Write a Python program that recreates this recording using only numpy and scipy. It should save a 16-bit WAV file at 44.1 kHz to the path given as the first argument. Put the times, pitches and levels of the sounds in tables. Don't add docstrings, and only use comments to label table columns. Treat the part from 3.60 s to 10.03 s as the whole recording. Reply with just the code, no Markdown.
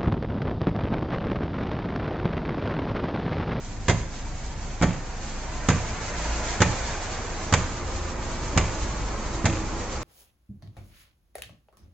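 import sys
import numpy as np
from scipy import signal
from scipy.fft import rfft, irfft, next_fast_len
from scipy.io import wavfile

SR = 44100
rng = np.random.default_rng(int(sys.argv[2]) if len(sys.argv) > 2 else 0)


def bounce(signal):
    frames = np.transpose(np.atleast_2d(signal))
    limited = np.clip(frames, -1, 1)
    pcm = np.round(limited * 32767).astype(np.int16)
    wavfile.write(sys.argv[1], SR, pcm)


N = 283607

# start_s, boom_db, off_centre (0-1), pitch_factor, bite_db,
# bottom_wait_s, bottom_db, bright_db_per_octave, ring_factor
BLOWS = [(0.2826, 1.5, 0.2, 0.95, -15.5, 0.0135, -16, -1.25, 1.15),
         (1.2132, -1.5, 0.45, 0.96, -22, 0.01, -18.5, 0.1, .9),
         (1.2308, 0.1, 1, 1.025, -17.5, 0.0153, -37, -1, 0.74),
         (2.0863, 2.5, 0.22, 1.01, -16.5, 0.015, -19, 0.6, .9),
         (3.0045, 1, 0.14, 1.04, -18, 0.013, -9.5, -0.1, 1.02),
         (3.9248, -1, 0.18, 1.01, -17, 0.0125, -10.8, 0, 0.84),
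         (4.9637, -0.5, 0.1, 1.0, -27.5, 0.011, -12.5, -0.4, 1.02),
         (5.8437, 0.5, 0.04, 0.97, -24, 0.011, -16, 0.2, 0.86)]
# frequency_hz, left_minus_right_db
IMPACT_BALANCE = [(150, -1), (400, -4), (1000, -1.5), (2000, 0), (3300, -0.5), (4800, 3), (5600, -1),
                  (6500, -13), (7200, -12), (8200, -8)]
# frequency_hz, left_right_likeness (-1 to 1)
ROAD_LIKENESS = [(60, .95), (250, .88), (600, .84), (1200, .72), (2200, .62), (3000, .42), (4300, .33),
                 (5800, -.1), (8000, 0.05)]
# frequency_hz, left_minus_right_db
ROAD_BALANCE = [(50, 0.5), (150, 0), (320, -2.5), (900, -3), (1500, 1), (2700, -0.5), (4700, 1.5),
                (5700, -1), (6700, -8), (7400, -7), (8200, -2)]


def bonnet_boom(scatter_db, detune):
    # pitch_hz, level_db, t60_s, first_swing_sign, off_centre_change_db
    modes = [(52.7, -25.5, .15, 1, 2), (76.3, -22, .39, 1, -8), (108.5, -13, .18, -1, -6),
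             (134, -28, .36, 1, 4), (173.4, -19, .17, -1, 6), (238, -25, .18, -1, 4)]
    out, t = np.zeros((2, N)), np.arange(SR) / SR
    chance = rng.standard_normal((len(BLOWS), len(modes), 2))
    for (start_s, level_db, off_centre, pitch, *_), luck in zip(BLOWS, chance):
        for (hz, mode_db, t60, direction, edge_db), (strength, shift) in zip(modes, luck):
            gain = from_db(level_db + mode_db + off_centre * edge_db + scatter_db * strength)
            swing = np.sin(2 * np.pi * hz * pitch * (1 + detune * shift) * t)
            add(out, start_s, direction * gain * swing * decay(t, t60))
    return out


def wrench_contacts():
    firm_db, firm_t60_s, longest_t60_s = -16, 0.097, 0.093
    dulling, choking = 0.97, 0.55
    contacts = []
    for start_s, _, _, _, bite_db, wait_s, bottom_db, blow_tilt_db, ring in BLOWS:
        for contact_s, level_db in ((start_s, bite_db), (start_s + wait_s, bottom_db)):
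            force_db = level_db - firm_db
            tilt_db = blow_tilt_db + np.clip(dulling * force_db, -6, 0)
            t60 = min(ring * firm_t60_s * from_db(-choking * force_db), longest_t60_s)
            contacts.append((contact_s, level_db, tilt_db, t60))
    return contacts


def sheet_noise(size, tilt_db):
    # frequency_hz, level_db
    colour = [(120, -11), (260, -0.5), (550, 2), (900, 1.5), (1400, 1), (2200, 0), (2800, -5.5), (3700, -8),
              (4800, -8.5), (5800, -9), (6700, -5.5), (7500, -12.5), (8150, -20), (8400, -44)]
    # frequency_hz, left_right_likeness (-1 to 1)
    likeness = [(200, .95), (1000, .92), (3200, .86), (4300, .1), (5500, -.55), (6500, -.15), (7400, .3),
                (8200, .1)]
    return stereo_noise(colour, likeness, IMPACT_BALANCE, size, tilt_db)


def sheet_crash(spread_s, split_hz, low_linger):
    out, t = np.zeros((2, N)), np.arange(SR // 2) / SR
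    lowpass = signal.butter(2, split_hz, fs=SR, output="sos")
    attack = 1 - np.exp(-t / spread_s)
    for start_s, level_db, tilt_db, t60 in wrench_contacts():
        sheet = sheet_noise(len(t), tilt_db)
        low = signal.sosfiltfilt(lowpass, sheet)
        burst = low * decay(t, t60 * low_linger) + (sheet - low) * decay(t, t60)
        add(out, start_s, from_db(level_db) * burst * attack)
    return out


def metallic_clang(level_db, scatter_db):
    # pitch_hz, level_db, t60_s
    tones = [(375, -35, .16), (470, -33, .16), (540, -33, .18), (740, -37, .16), (880, -31, .25),
             (1035, -32, .16), (1150, -34, .18), (1290, -32, .16), (1570, -32, .14), (1820, -31, .12),
             (2080, -33, .12), (2315, -30, .16), (2500, -41, .35), (2785, -35.5, .2), (3235, -38, .22),
             (3480, -38, .14), (3740, -38, .14), (4700, -39, .12), (6500, -39, .1), (6930, -35, .14),
             (7310, -40, .1)]
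    hz, tone_db, t60 = np.transpose(tones)
    out, t = np.zeros((2, N)), np.arange(SR // 2) / SR
    contacts = wrench_contacts()
    chance = rng.standard_normal((len(contacts), 3, len(tones)))
    ears = panned(0.92, at_hz(IMPACT_BALANCE, hz))
    for (start_s, contact_db, tilt_db, _), (strength, shift, direction) in zip(contacts, chance):
        colour_db = tone_db + tilt_db * np.log2(hz / 1500) + scatter_db * strength
        gain = np.sign(direction) * from_db(level_db + contact_db + colour_db)
        detuned_hz = hz * (1 + 0.0049 * shift)
        rings = np.sin(2 * np.pi * np.outer(detuned_hz, t)) * decay(t, t60[:, None])
        add(out, start_s, (ears * gain) @ rings)
    return out


def paint_crack(level_db, t60, tilt_db):
    out, t = np.zeros((2, N)), np.arange(SR // 10) / SR
    for start_s, contact_db, contact_tilt_db, _ in wrench_contacts():
        snap = sheet_noise(len(t), tilt_db + contact_tilt_db) * decay(t, t60)
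        add(out, start_s, from_db(contact_db + level_db) * snap)
    return out


def bonnet_rattle(level_db, first_s, last_s, fade_db, t60, count):
    loosening_db = 1.23
    out, t = np.zeros((2, N)), np.arange(SR // 4) / SR
    tick = sheet_noise(len(t), tilt_db=-1) * decay(t, t60)
    for blows_before, (start_s, *_) in enumerate(BLOWS):
        for progress in (np.arange(count) + rng.random(count)) / count:
            tick_s = start_s + first_s + progress * (last_s - first_s)
            tick_db = level_db + loosening_db * blows_before + fade_db * progress
            add(out, tick_s, from_db(tick_db) * tick)
    return out


def street_echo(sound, level_db, t60, build_s, treble_db):
    t = np.arange(SR) / SR
    colour = [(50, 0.015), (1000, 0.03), (8000, treble_db)]   # frequency_hz, level_db
    walls = stereo_noise(colour, ROAD_LIKENESS, ROAD_BALANCE, len(t))
    tail = walls * decay(t, t60) * (1 - np.exp(-(t / build_s) ** 2))
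    tail /= np.sqrt(np.mean(np.sum(tail ** 2, axis=1)))
    return from_db(level_db) * signal.fftconvolve(sound, tail, axes=1)[:, :N]


def traffic():
    # frequency_hz, level_db
    rumble_colour = [(20, -15), (35, -8.5), (52, 8.5), (80, 0.5), (115, -1), (165, -6.5), (230, -7),
                     (340, -13.5), (550, -33)]
    car_colour = [(200, -4.5), (350, -3), (520, 0), (660, 0.5), (930, 0), (1200, -4.5), (1500, -7.5),
                  (2000, -20.5)]
    lorry_colour = [(200, -4.5), (350, 1), (530, 0.5), (700, -2.5), (950, -1), (1200, -2), (1500, -9.5),
                    (2000, -34)]
    whoosh_colour = [(1000, -15), (1400, -2.5), (1650, 0.5), (2000, -1), (2450, -3), (2850, -14),
                     (3600, -30.5)]
    hiss_colour = [(1900, -3), (2850, 2), (3500, 0.5), (4500, 2), (5600, 2), (6400, 5), (7000, 2),
                   (7700, 0), (8400, -23.5)]
    # start_s, end_s
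    crossfade = (3.32, 4.35)
    lorry_share = np.interp(np.arange(N) / SR, crossfade, (0, 1))
    rumble_db, roar_db, whoosh_db, hiss_db = pass_by_levels()
    rumble = road_noise(rumble_colour, rumble_db + 1.5, flutter_db=1.24, reflected=0)
    cars = road_noise(car_colour, roar_db + 0.41, flutter_db=0, reflected=0.21)
    lorry = road_noise(lorry_colour, roar_db + 1.9, flutter_db=0, reflected=0.21)
    roar = np.sqrt(1 - lorry_share) * cars + np.sqrt(lorry_share) * lorry
    whoosh = road_noise(whoosh_colour, whoosh_db - 0.45, flutter_db=-0.4, reflected=0.42)
    hiss = road_noise(hiss_colour, hiss_db + 2.5, flutter_db=1.52, reflected=0.42)
    return rumble + roar + whoosh + hiss


def pass_by_levels():
    # nearest_s, fade_s, rumble_db, roar_db, whoosh_db, hiss_db
    passes = [(0.8, 0.76, -45, -55, -63, -56), (2.86, 0.69, -44, -35, -39, -40),
              (5.64, 2.3, -37, -37.5, -43.8, -44)]
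    # rumble_db, roar_db, whoosh_db, hiss_db
    far_traffic = (-41.5, -53, -57, -53)
    # rumble_s, roar_s, whoosh_s, hiss_s
    lags = (0.0059, 0, .04, 0.044)
    t = np.arange(N) / SR - np.array(lags)[:, None]
    power = from_db(far_traffic)[:, None] ** 2
    for nearest_s, fade_s, *levels_db in passes:
        distance = np.hypot(1, (t - nearest_s) / fade_s)
        amplitude = from_db(levels_db)[:, None] / distance ** 1.48
        power = power + amplitude ** 2
    return 10 * np.log10(power)


def road_noise(colour, level_db, flutter_db, reflected):
    direct = stereo_noise(colour, ROAD_LIKENESS, ROAD_BALANCE, N)
    rippled = car_reflections(direct, reflected, delay_s=0.0035, sway_s=0.0006, count=3)
    return from_db(level_db + flutter_db * drift(8.8)) * rippled


def car_reflections(sound, share, delay_s, sway_s, count):
    samples, out = np.arange(N), sound.copy()
    for k in range(count):
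        lag = SR * ((k + 1) * delay_s + sway_s * drift(0.88))
        delayed = np.array([np.interp(samples - lag, samples, ear) for ear in sound])
        out += share * (-1) ** k * delayed
    return rms_one(out)


def passing_engines():
    # time_s, firing_hz
    car_revs = [(2.3, 55.3), (3.15, 56.1), (3.9, 42.7)]
    saloon_revs = [(0, 53.4), (1.6, 52)]
    lorry_revs = [(3.7, 83), (4.4, 84.05), (4.95, 59.4), (5.23, 46.35), (5.6, 53), (6.43, 57.5)]
    # start_s, attack_s, hold_s, release_s, level_db
    car_swell = (1.9, 0.46, .62, 0.7, -31.5)
    saloon_swell = (-0.6, 0.9, 1, 1, -43)
    lorry_swell = (3, 0.64, 2, 3, -44)
    car = exhaust(car_revs, car_swell, pipe_db=-0.5, wobble=0.0046, uneven_db=4)
    saloon = exhaust(saloon_revs, saloon_swell, pipe_db=3.5, wobble=0.01, uneven_db=2.5)
    lorry = exhaust(lorry_revs, lorry_swell, pipe_db=12.5, wobble=0.02075, uneven_db=4)
    return car + saloon + lorry


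def exhaust(revs, envelope, pipe_db, wobble, uneven_db):
    # multiple, level_db
    harmonics = [(1, -3), (2, -16), (3, -16), (4, -22.5)]
    pipe_hz, half_width_hz = 46.5, 5.4
    firing_hz, = curves(revs)
    level_db = swell(*envelope) + pipe_db / np.hypot(1, (firing_hz - pipe_hz) / half_width_hz)
    phase = shaft_phase(firing_hz, wobble)
    return np.sqrt(2) * sum(from_db(level_db + harmonic_db + uneven_db * drift(4.5)) * np.sin(k * phase)
                            for k, harmonic_db in harmonics)


def driveline_whine():
    # time_s, pitch_hz, level_db
    whine = [(5.5, 337.7, -67.5), (5.9, 331.2, -38.5), (6.15, 327, -39), (6.43, 322, -53)]
    return machine_hum(*curves(whine), wobble=0.015, uneven_db=3)


def machine_hum(hz, level_db, wobble, uneven_db):
    return np.sqrt(2) * from_db(level_db + uneven_db * drift(5)) * np.sin(shaft_phase(hz, wobble))


def shaft_phase(hz, wobble):
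    return 2 * np.pi * np.cumsum(hz * (1 + wobble * drift(5.26))) / SR


def swell(start_s, attack_s, hold_s, release_s, level_db, depth_db=17):
    t = np.arange(N) / SR - start_s - attack_s
    return level_db + depth_db * np.minimum(0, np.minimum(t / attack_s, (hold_s - t) / release_s))


def stereo_noise(colour, likeness, balance, size, tilt_db=0):
    padded = next_fast_len(size, True)
    hz = np.fft.rfftfreq(padded, 1 / SR)
    mid, side = rfft(rng.standard_normal((2, padded)))
    alike, ears = np.clip(at_hz(likeness, hz), -1, 1), np.array([[1], [-1]])
    white = np.sqrt(1 + alike) * mid + np.sqrt(1 - alike) * side * ears
    in_band_hz = np.clip(hz, colour[0][0], colour[-1][0])
    skirts = (np.minimum(hz, in_band_hz) / np.maximum(hz, in_band_hz)) ** 2
    gain_db = at_hz(colour, hz) + tilt_db * np.log2(in_band_hz) + ears * at_hz(balance, hz) / 2
    return rms_one(irfft(skirts * from_db(gain_db) * white, padded)[:, :size])


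def drift(rate_hz):
    hz = np.fft.rfftfreq(N, 1 / SR)
    return rms_one(irfft(rfft(rng.standard_normal(N)) / (1 + (hz / rate_hz) ** 2), N))


def curves(rows):
    time_s, *columns = np.transpose(rows)
    return [np.interp(np.arange(N) / SR, time_s, column) for column in columns]


def at_hz(points, hz):
    known_hz, values = np.transpose(points)
    return np.interp(np.log(hz + 1), np.log(known_hz + 1), values)


def add(out, start_s, sound):
    start = round(start_s * SR)
    out[:, start:start + sound.shape[-1]] += sound[..., :N - start]


def decay(t, t60):
    return np.exp(-np.log(1000) * t / t60)


def panned(sound, left_db):
    return sound * from_db(np.array([[1], [-1]]) * left_db / 2)


def from_db(db):
    return 10 ** (np.asarray(db) / 20)


def rms_one(sound):
    return sound / np.sqrt(np.mean(sound ** 2) + 1e-20)


def scene():
    boom = panned(bonnet_boom(scatter_db=3, detune=0.0026), left_db=-2)
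    impacts = sheet_crash(spread_s=0.0009, split_hz=500, low_linger=1.6)
    impacts += metallic_clang(level_db=10, scatter_db=3.5)
    impacts += paint_crack(level_db=-9, t60=0.032, tilt_db=4.5)
    rattle = bonnet_rattle(level_db=-38.5, first_s=0.047, last_s=0.14, fade_db=-4, t60=0.058, count=5)
    echo = street_echo(boom, level_db=-14.5, t60=0.34, build_s=0.033, treble_db=-7.5)
    echo += street_echo(impacts, level_db=-14, t60=0.59, build_s=0.0088, treble_db=-2)
    engines = passing_engines()
    idling_car = machine_hum(hz=26.8, level_db=-36.3, wobble=0.0054, uneven_db=1.5)
    whine = driveline_whine()
    return boom + impacts + rattle + echo + traffic() + engines + idling_car + whine


def record(dry):
    ceiling, cutoff_hz = 0.8, 8500
    rounded = dry / (1 + (dry / ceiling) ** 4) ** 0.25
    return signal.sosfilt(signal.ellip(12, 0.1, 75, cutoff_hz, fs=SR, output="sos"), rounded)


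dry = scene()
out = record(dry)
bounce(out)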